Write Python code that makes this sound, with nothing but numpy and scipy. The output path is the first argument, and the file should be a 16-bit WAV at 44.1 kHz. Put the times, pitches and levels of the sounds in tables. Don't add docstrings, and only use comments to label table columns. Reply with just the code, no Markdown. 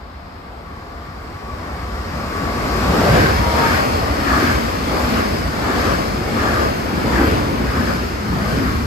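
import sys
import numpy as np
from scipy import signal
from scipy.fft import rfft, irfft, next_fast_len
from scipy.io import wavfile
from scipy.ndimage import uniform_filter1d, minimum_filter1d

SR = 44100
rng = np.random.default_rng(int(sys.argv[2]) if len(sys.argv) > 2 else 0)


def pcm_store(signal):
    levels = np.round(np.clip(np.atleast_2d(signal), -1, 1) * 32767)
    wavfile.write(sys.argv[1], SR, levels.astype(np.int16).T)


N = 390726
TIME = np.arange(N) / SR
SIZE = next_fast_len(N + N // 4)
HZ = np.fft.rfftfreq(SIZE, 1 / SR)
SPEED = 38.0
MACH = SPEED / 343
NOSE_S = 3.093
WHEEL_HZ = 13.2


# [t/s, level/dB, underfloor boom/dB over the rolling noise, boom f/Hz]
BOGIE_GROUPS = [(3.12, -19.5, 7, 214), (3.68, -22.5, 3.5, 240), (4.42, -21.5, 15, 260),
                (5.08, -23.5, 10, 248), (5.83, -22.5, 7, 253), (6.511, -21.5, 7.5, 248),
                (7.21, -22.5, 4.5, 320), (7.82, -28, 12, 238), (8.479, -26.5, 23, 167),
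                (8.66, -33.5, 29, 246)]
# [f/Hz, relative level/dB per Hz]
ROLLING_SPECTRUM = [(25, -50), (80, -13), (250, 0.5), (550, 0), (740, 1), (920, -5.5), (1200, -6),
                    (1700, -19), (2300, -22.5), (3300, -17), (5000, -36), (7000, -25), (14000, -78)]


def bogies():
    out = np.zeros((2, N))
    rolling = amp(along(ROLLING_SPECTRUM))
    for s, db, boom_db, boom_hz in BOGIE_GROUPS:
        bearing, _ = passing(s - 0.02, metres=4.6)
        _, near_first = passing(s - 0.08, metres=5.5)
        _, near_second = passing(s + 0.08, metres=5.5)
        near = np.sqrt(near_first ** 4 + near_second ** 4)
        unevenness_db = 1.2 * wobble(25) + 1.0 * throb(WHEEL_HZ)
        boom = amp(boom_db * hump(boom_hz, width_hz=70))
        noise = rush(rolling * boom, bearing, direct=0.4 + 0.65 * bearing, mach=MACH)
        out += amp(db + unevenness_db) * near * noise
    return out


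# [t/s, low mode level/dB, high mode level/dB]
RINGING_BOGIES = [(3.04, -31, -35), (3.22, -26, -22), (3.65, -21.5, -24.5), (3.74, -26, -22),
                  (4.35, -20.5, -21.5), (4.48, -26.5, -24.5), (5.0, -28.5, -31.5), (5.19, -27.5, -28.5),
                  (5.7, -27.5, -27.5), (5.89, -26.5, -25.5), (6.44, -27, -26.5), (6.57, -25, -25),
                  (7.21, -27, -24), (7.759, -29, -30), (7.91, -30, -30.5), (8.451, -33, -35),
                  (8.65, -32, -31)]
# [f/Hz, width/Hz]
RING_MODES = [(1200, 270), (1630, 380)]
# [f/Hz, relative level/dB per Hz]
SPRAY_SPECTRUM = [(1200, -32), (2100, 11), (2900, -5.5), (3800, -13), (4800, -0.5), (6500, -10),
                  (9500, -13), (13500, -28)]


def rasp():
    passes = [passing(s, metres=5.6) for s, *_ in RINGING_BOGIES]
    bearings, near = np.transpose(passes, (1, 0, 2))
    power = near ** 8
    bearing = (power * bearings).sum(axis=0) / power.sum(axis=0)
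    mode_gains = amp(np.transpose(RINGING_BOGIES)[1:])
    low, high = np.sqrt(mode_gains ** 2 @ power)
    voices = [
        (low, hump(*RING_MODES[0])),
        (high, hump(*RING_MODES[1])),
        (amp(-11.5) * high, amp(along(SPRAY_SPECTRUM))),
    ]
    out = np.zeros((2, N))
    for level, colour in voices:
        clumps = unit(amp(1.3 * wobble(28) + 1.4 * wobble(110) + 0.8 * throb(WHEEL_HZ)))
        out += level * clumps * rush(colour, bearing, direct=0.33 + 0.5 * bearing, mach=MACH)
    return out


# [f/Hz, relative level/dB per Hz]
TRACK_SPECTRUM = [(10, -45), (22, -35), (32, -17), (40, -18.5), (58, 0.5), (75, -1.5), (97, -5.5),
                  (125, -15.5), (220, -15), (600, -100)]
RUMBLE_HZ = 10.9


def track_rumble():
    bearing, _ = passing(NOSE_S, metres=1.4)
    _, gust_rumble = gusts()
    steady = train_level(db=-23.0, reach_m=31.0, steepness=1.67, fade_db_per_s=1.06)
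    heave = amp(0.99 * throb(RUMBLE_HZ) + 0.2 * wobble(5.5))
    return np.hypot(gust_rumble, steady) * heave * rush(amp(along(TRACK_SPECTRUM)), bearing, direct=0.27)


# [f/Hz, relative level/dB per Hz]
AIR_SPECTRUM = [(25, -55), (60, -38), (110, 0.5), (150, -2.5), (185, -2.5), (230, 2), (280, -0.5),
                (330, -5.5), (385, -5), (470, -9), (700, -14.5), (1500, -12.5), (5000, -40)]


def pushed_air():
    bearing, _ = passing(NOSE_S, metres=1.4)
    gust_roar, _ = gusts()
    steady = train_level(db=-27.5, reach_m=31.0, steepness=1.76, fade_db_per_s=0.5)
    level = np.hypot(gust_roar, steady * amp(2 * wheels_near()))
    return level * amp(0.24 * wobble(30)) * rush(amp(along(AIR_SPECTRUM)), bearing, direct=0.22)


# [t/s, roar level/dB, rumble level/dB, reach/m]
BLUNT_PARTS = [(3.10, -21, -21.5, 9.8), (7.23, -21.5, -25, 21.6), (8.62, -24, -23.5, 8.4)]
RUMBLE_LAG_S = 0.12


def gusts():
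    roar = sum(amp(db) * passing(s, reach)[1] ** 2 for s, db, _, reach in BLUNT_PARTS)
    rumble = sum(amp(db) * passing(s + RUMBLE_LAG_S, reach)[1] ** 2 for s, _, db, reach in BLUNT_PARTS)
    return roar, rumble


# [f/Hz, relative level/dB per Hz]
RAIL_SPECTRUM = [(60, -45), (200, 8), (550, 8.5), (850, 6.5), (1150, 12), (1500, 7.5), (2200, 7.5),
                 (3000, 1.5), (3800, -0.5), (4600, 3.5), (5250, 3), (5900, -5), (7500, -7), (11500, -14),
                 (14300, -11.5), (14900, -54)]


def rail_hiss():
    bearing, _ = passing(NOSE_S, metres=1.4)
    level = train_level(db=-29.0, reach_m=34.2, steepness=2.07, fade_db_per_s=1.3) * amp(7.32 * wheels_near())
    return level * amp(0.3 * wobble(12)) * rush(amp(along(RAIL_SPECTRUM)), bearing, direct=0.28)


def tread_hiss():
    bearing, _ = passing(NOSE_S, metres=1.6)
    level = train_level(db=-39.5, reach_m=34, steepness=2.2, fade_db_per_s=1.5) * amp(13 * (wheels_near() - 1))
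    return level * rush(hump(11870, width_hz=3100) ** 2, bearing, direct=0)


# [t/s, level/dB, centre f/Hz, spread of the swell/s]
EDDIES = [(2.96, -22, 190, 0.1), (3.105, -15, 120, 0.028), (3.19, -21, 270, 0.03), (3.24, -18, 140, 0.028),
          (3.35, -21, 78, 0.06), (4.41, -20.5, 270, 0.04), (4.58, -23, 68, 0.035), (4.97, -27, 620, 0.05),
          (7.095, -20, 240, 0.014), (7.217, -15.5, 280, 0.03), (7.315, -19.5, 78, 0.022)]


def slaps(spread=0.28):
    out = np.zeros(N + SR)
    t = np.arange(-SR // 4, SR // 4) / SR
    hz = np.fft.rfftfreq(len(t), 1 / SR)
    for s, db, centre_hz, half_s in EDDIES:
        band = np.exp(-0.5 * (np.log((hz + 1) / centre_hz) / spread) ** 2)
        swell = np.exp(-0.5 * (t / half_s) ** 2)
        puff = swell * irfft(band * rfft(rng.standard_normal(len(t))), len(t))
        puff *= np.linalg.norm(swell) / np.linalg.norm(puff)
        start = round((s + t[0]) * SR)
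        out[start:start + len(t)] += amp(db) * puff
    return out[:N]


COLLECTOR_S = 7.24


def pantograph():
    bearing, _ = passing(COLLECTOR_S, metres=6.5)
    _, near = passing(COLLECTOR_S - 0.08, metres=6.5)
    _, abreast = passing(COLLECTOR_S + 0.01, metres=1.2)
    _, trail = passing(COLLECTOR_S + 0.1, metres=4.6)
    _, wake = passing(COLLECTOR_S + 0.14, metres=7.2)
    sizzle = amp(-46.5 + 2 * wobble(20)) * rush(hump(11900, width_hz=850), bearing, direct=0.2, mach=MACH)
    scrape = amp(-33) * rush(hump(2600, width_hz=2600), bearing, direct=0.51, mach=MACH)
    hum = amp(-29.5) * rush(hump(462, width_hz=20), bearing, direct=0.43, mach=MACH)
    return (near ** 3 + abreast ** 2) * sizzle + trail ** 5 * scrape + wake ** 2 * hum


# [t/s abreast, f/Hz at rest]
DRIVES = [(3.3, 1013), (3.755, 847)]
# [t/s, level/dB]
FRONT_DRIVE_LEVEL = [(0, -57), (0.8, -48.5), (1.6, -43), (2.2, -41), (2.45, -30), (2.68, -36),
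                     (2.88, -31.5), (3.05, -44), (3.4, -90)]
# [t/s, level/dB]
SECOND_DRIVE_LEVEL = [(3.1, -90), (3.33, -35), (3.55, -28), (3.67, -23.5), (3.73, -41), (3.83, -32.5),
                      (4.03, -34), (4.5, -90)]


def whines():
    out = np.zeros((2, N))
    for (s, hz), level in zip(DRIVES, (FRONT_DRIVE_LEVEL, SECOND_DRIVE_LEVEL)):
        bearing, _ = passing(s, metres=3.1)
        doppler_hz = hz / (1 + MACH * bearing)
        pitch = doppler_hz * (1 + 0.0022 * wobble(30))
        gain = amp(np.interp(TIME, *np.transpose(level)))
        out += gain * tone(pitch, bearing, echo=0.42, flutter=22)
    return out


# [f/Hz, relative level/dB per Hz]
DISTANT_SPECTRUM = [(25, -54), (80, -3), (160, 1), (250, -2.5), (480, -1), (700, -1.5), (950, -5),
                    (1140, 1), (1350, -4), (1750, -7.5), (2200, -11), (2700, -27), (5000, -41),
                    (14500, -36)]


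def approach():
    level = train_level(db=-22.5, reach_m=25.2, steepness=1.42, fade_db_per_s=3.0)
    bearing, _ = passing(NOSE_S, metres=3.8)
    return level * amp(0.6 * wobble(5.8)) * rush(amp(along(DISTANT_SPECTRUM)), bearing, direct=0.42)


# [f/Hz, level/dB at the start, slope/dB per s]
FAR_TONE_VOICES = [(690, -50, 2), (829, -51, -3), (1202, -55.5, 3)]


def far_hum():
    bearing, near = passing(NOSE_S, metres=12)
    coming = (1 - near) * (TIME < NOSE_S)
    out = np.zeros((2, N))
    for hz, db, slope in FAR_TONE_VOICES:
        out += amp(db + slope * TIME) * tone(hz + wobble(8), bearing, echo=0.6, flutter=10)
    return coming * out


# [f/Hz, relative level/dB per Hz]
HISS_SPECTRUM = [(100, 15), (900, 40), (2100, 29), (3000, 23), (4000, 24.5), (5200, 24), (6300, -20),
                 (14500, 4)]
# [f/Hz, relative level/dB per Hz]
DRONE_SPECTRUM = [(15, -32), (30, -16), (39, -4), (47, -3), (70, -2.5), (110, -15), (200, -12), (400, -26),
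                  (1000, -75)]


def station():
    hiss = amp(-43.5) * rush(amp(along(HISS_SPECTRUM)), np.zeros(N), direct=0)
    drone = amp(-40.5) * rush(amp(along(DRONE_SPECTRUM)), np.zeros(N), direct=0)
    return hiss + drone


def roof(x, depth_db=1.22):
    z = signal.stft(x, nperseg=1024)[2]
    patch = np.outer(np.hanning(7), np.hanning(17))
    field = unit(signal.fftconvolve(rng.standard_normal(z.shape[1:]), patch, "same"))
    return signal.istft(z * amp(depth_db * field), nperseg=1024)[1][:, :N]


def train_level(db, reach_m, steepness, fade_db_per_s):
    gap = SPEED * np.maximum(NOSE_S - TIME, 0)
    fade_db = fade_db_per_s * np.maximum(TIME - NOSE_S, 0)
    return amp(db - fade_db) * (reach_m / np.hypot(gap, reach_m)) ** steepness


WHEEL_REACH_M = 7
WHEEL_LAG_S = 0.044


def wheels_near():
    return np.max([passing(s + WHEEL_LAG_S, WHEEL_REACH_M)[1] for s, *_ in BOGIE_GROUPS], axis=0)


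def passing(s, metres):
    ahead = SPEED * (TIME - s)
    distance = np.hypot(ahead, metres)
    return ahead / distance, metres / distance


def port_lag(bearing, coming_ms=-0.134, going_ms=0.449):
    return np.interp(bearing, [-1, 1], [coming_ms, going_ms]) * SR / 1000


def rush(colour, bearing, direct, mach=0, port_gap_ms=0.42):
    draws = rng.standard_normal((3, 2 * len(HZ)), dtype=np.float32).view(np.complex64)
    ray, mid, side = colour * draws
    alike = np.sinc(2 * HZ * port_gap_ms / 1000)
    mid, side = mid * np.sqrt((1 + alike) / 2), side * np.sqrt((1 - alike) / 2)
    ray = unit(irfft(ray, SIZE))
    scattered = unit(irfft(np.array([mid + side, mid - side]), SIZE))
    clock = np.cumsum(1 / (1 + mach * bearing))
    samples = np.arange(SIZE)
    lag = port_lag(bearing) / 2
    ray = unit(np.array([np.interp(clock + shift, samples, ray) for shift in (-lag, lag)]))
    scattered = unit(np.array([np.interp(clock, samples, x) for x in scattered]))
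    share = np.clip(direct, 0, 1)
    return np.sqrt(share) * ray + np.sqrt(1 - share) * scattered


def tone(pitch_hz, bearing, echo, flutter):
    lag_cycles = np.outer([-0.5, 0.5], pitch_hz * port_lag(bearing))
    phase = 2 * np.pi * (np.cumsum(pitch_hz) + lag_cycles) / SR
    echoes = echo * np.array([wobble(flutter) + 1j * wobble(flutter) for port in range(2)])
    return unit(np.real((1 + echoes) * np.exp(1j * phase)))


def throb(rate_hz):
    return np.sin(2 * np.pi * (rate_hz * TIME + rng.random()) + 0.71 * wobble(5.1))


def wobble(rate):
    knots = signal.resample_poly(rng.standard_normal(1024), 8, 1)
    return np.interp(TIME * rate * 8, np.arange(len(knots)), knots)


def hump(centre_hz, width_hz):
    return 1 / (1 + (2 * (HZ - centre_hz) / width_hz) ** 2)


def along(points):
    hz, value = np.transpose(points)
    return np.interp(np.log(HZ + 1), np.log(hz + 1), value)


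def amp(db):
    return 10 ** (np.asarray(db) / 20)


def unit(x):
    return x / np.sqrt(np.mean(x ** 2) + 1e-20)


def limiter(x):
    hold = SR // 100
    gain = np.minimum(1, 0.9 / (np.abs(x).max(axis=0) + 1e-9))
    return x * uniform_filter1d(minimum_filter1d(gain, 2 * hold), hold)


def scene():
    train = bogies() + rasp() + track_rumble() + pushed_air() + rail_hiss() + approach()
    return roof(train) + slaps() + tread_hiss() + pantograph() + whines() + far_hum() + station()


# [f/Hz, level/dB]
PORT_BALANCE = [(60, 0), (200, 0.3), (500, 0.7), (1100, 3.5), (2330, 2), (4280, 5), (7870, 2.5),
                (14000, -1)]
# [f/Hz, mid level/dB]
CENTRE_LEVEL = [(8500, 0), (9700, -12), (10900, 0)]
# [f/Hz, side level/dB]
SIDE_LEVEL = [(60, 4.5), (130, 6.3), (250, 5), (500, 5.6), (1000, 1), (3000, -0.5), (5000, -1), (7300, -1),
              (8600, 3), (9700, 6), (11000, 1), (12000, -8)]
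TOP_HZ = 14900


def record(dry):
    left, right = rfft(dry, SIZE) * amp(np.outer([0.5, -0.5], along(PORT_BALANCE)))
    mid = (left + right) / 2 * amp(along(CENTRE_LEVEL))
    side = (left - right) / 2 * amp(along(SIDE_LEVEL))
    held = limiter(irfft(np.array([mid + side, mid - side]), SIZE))
    return irfft(rfft(held) * (HZ < TOP_HZ), SIZE)[:, :N]


dry = scene()
out = record(dry)
pcm_store(out)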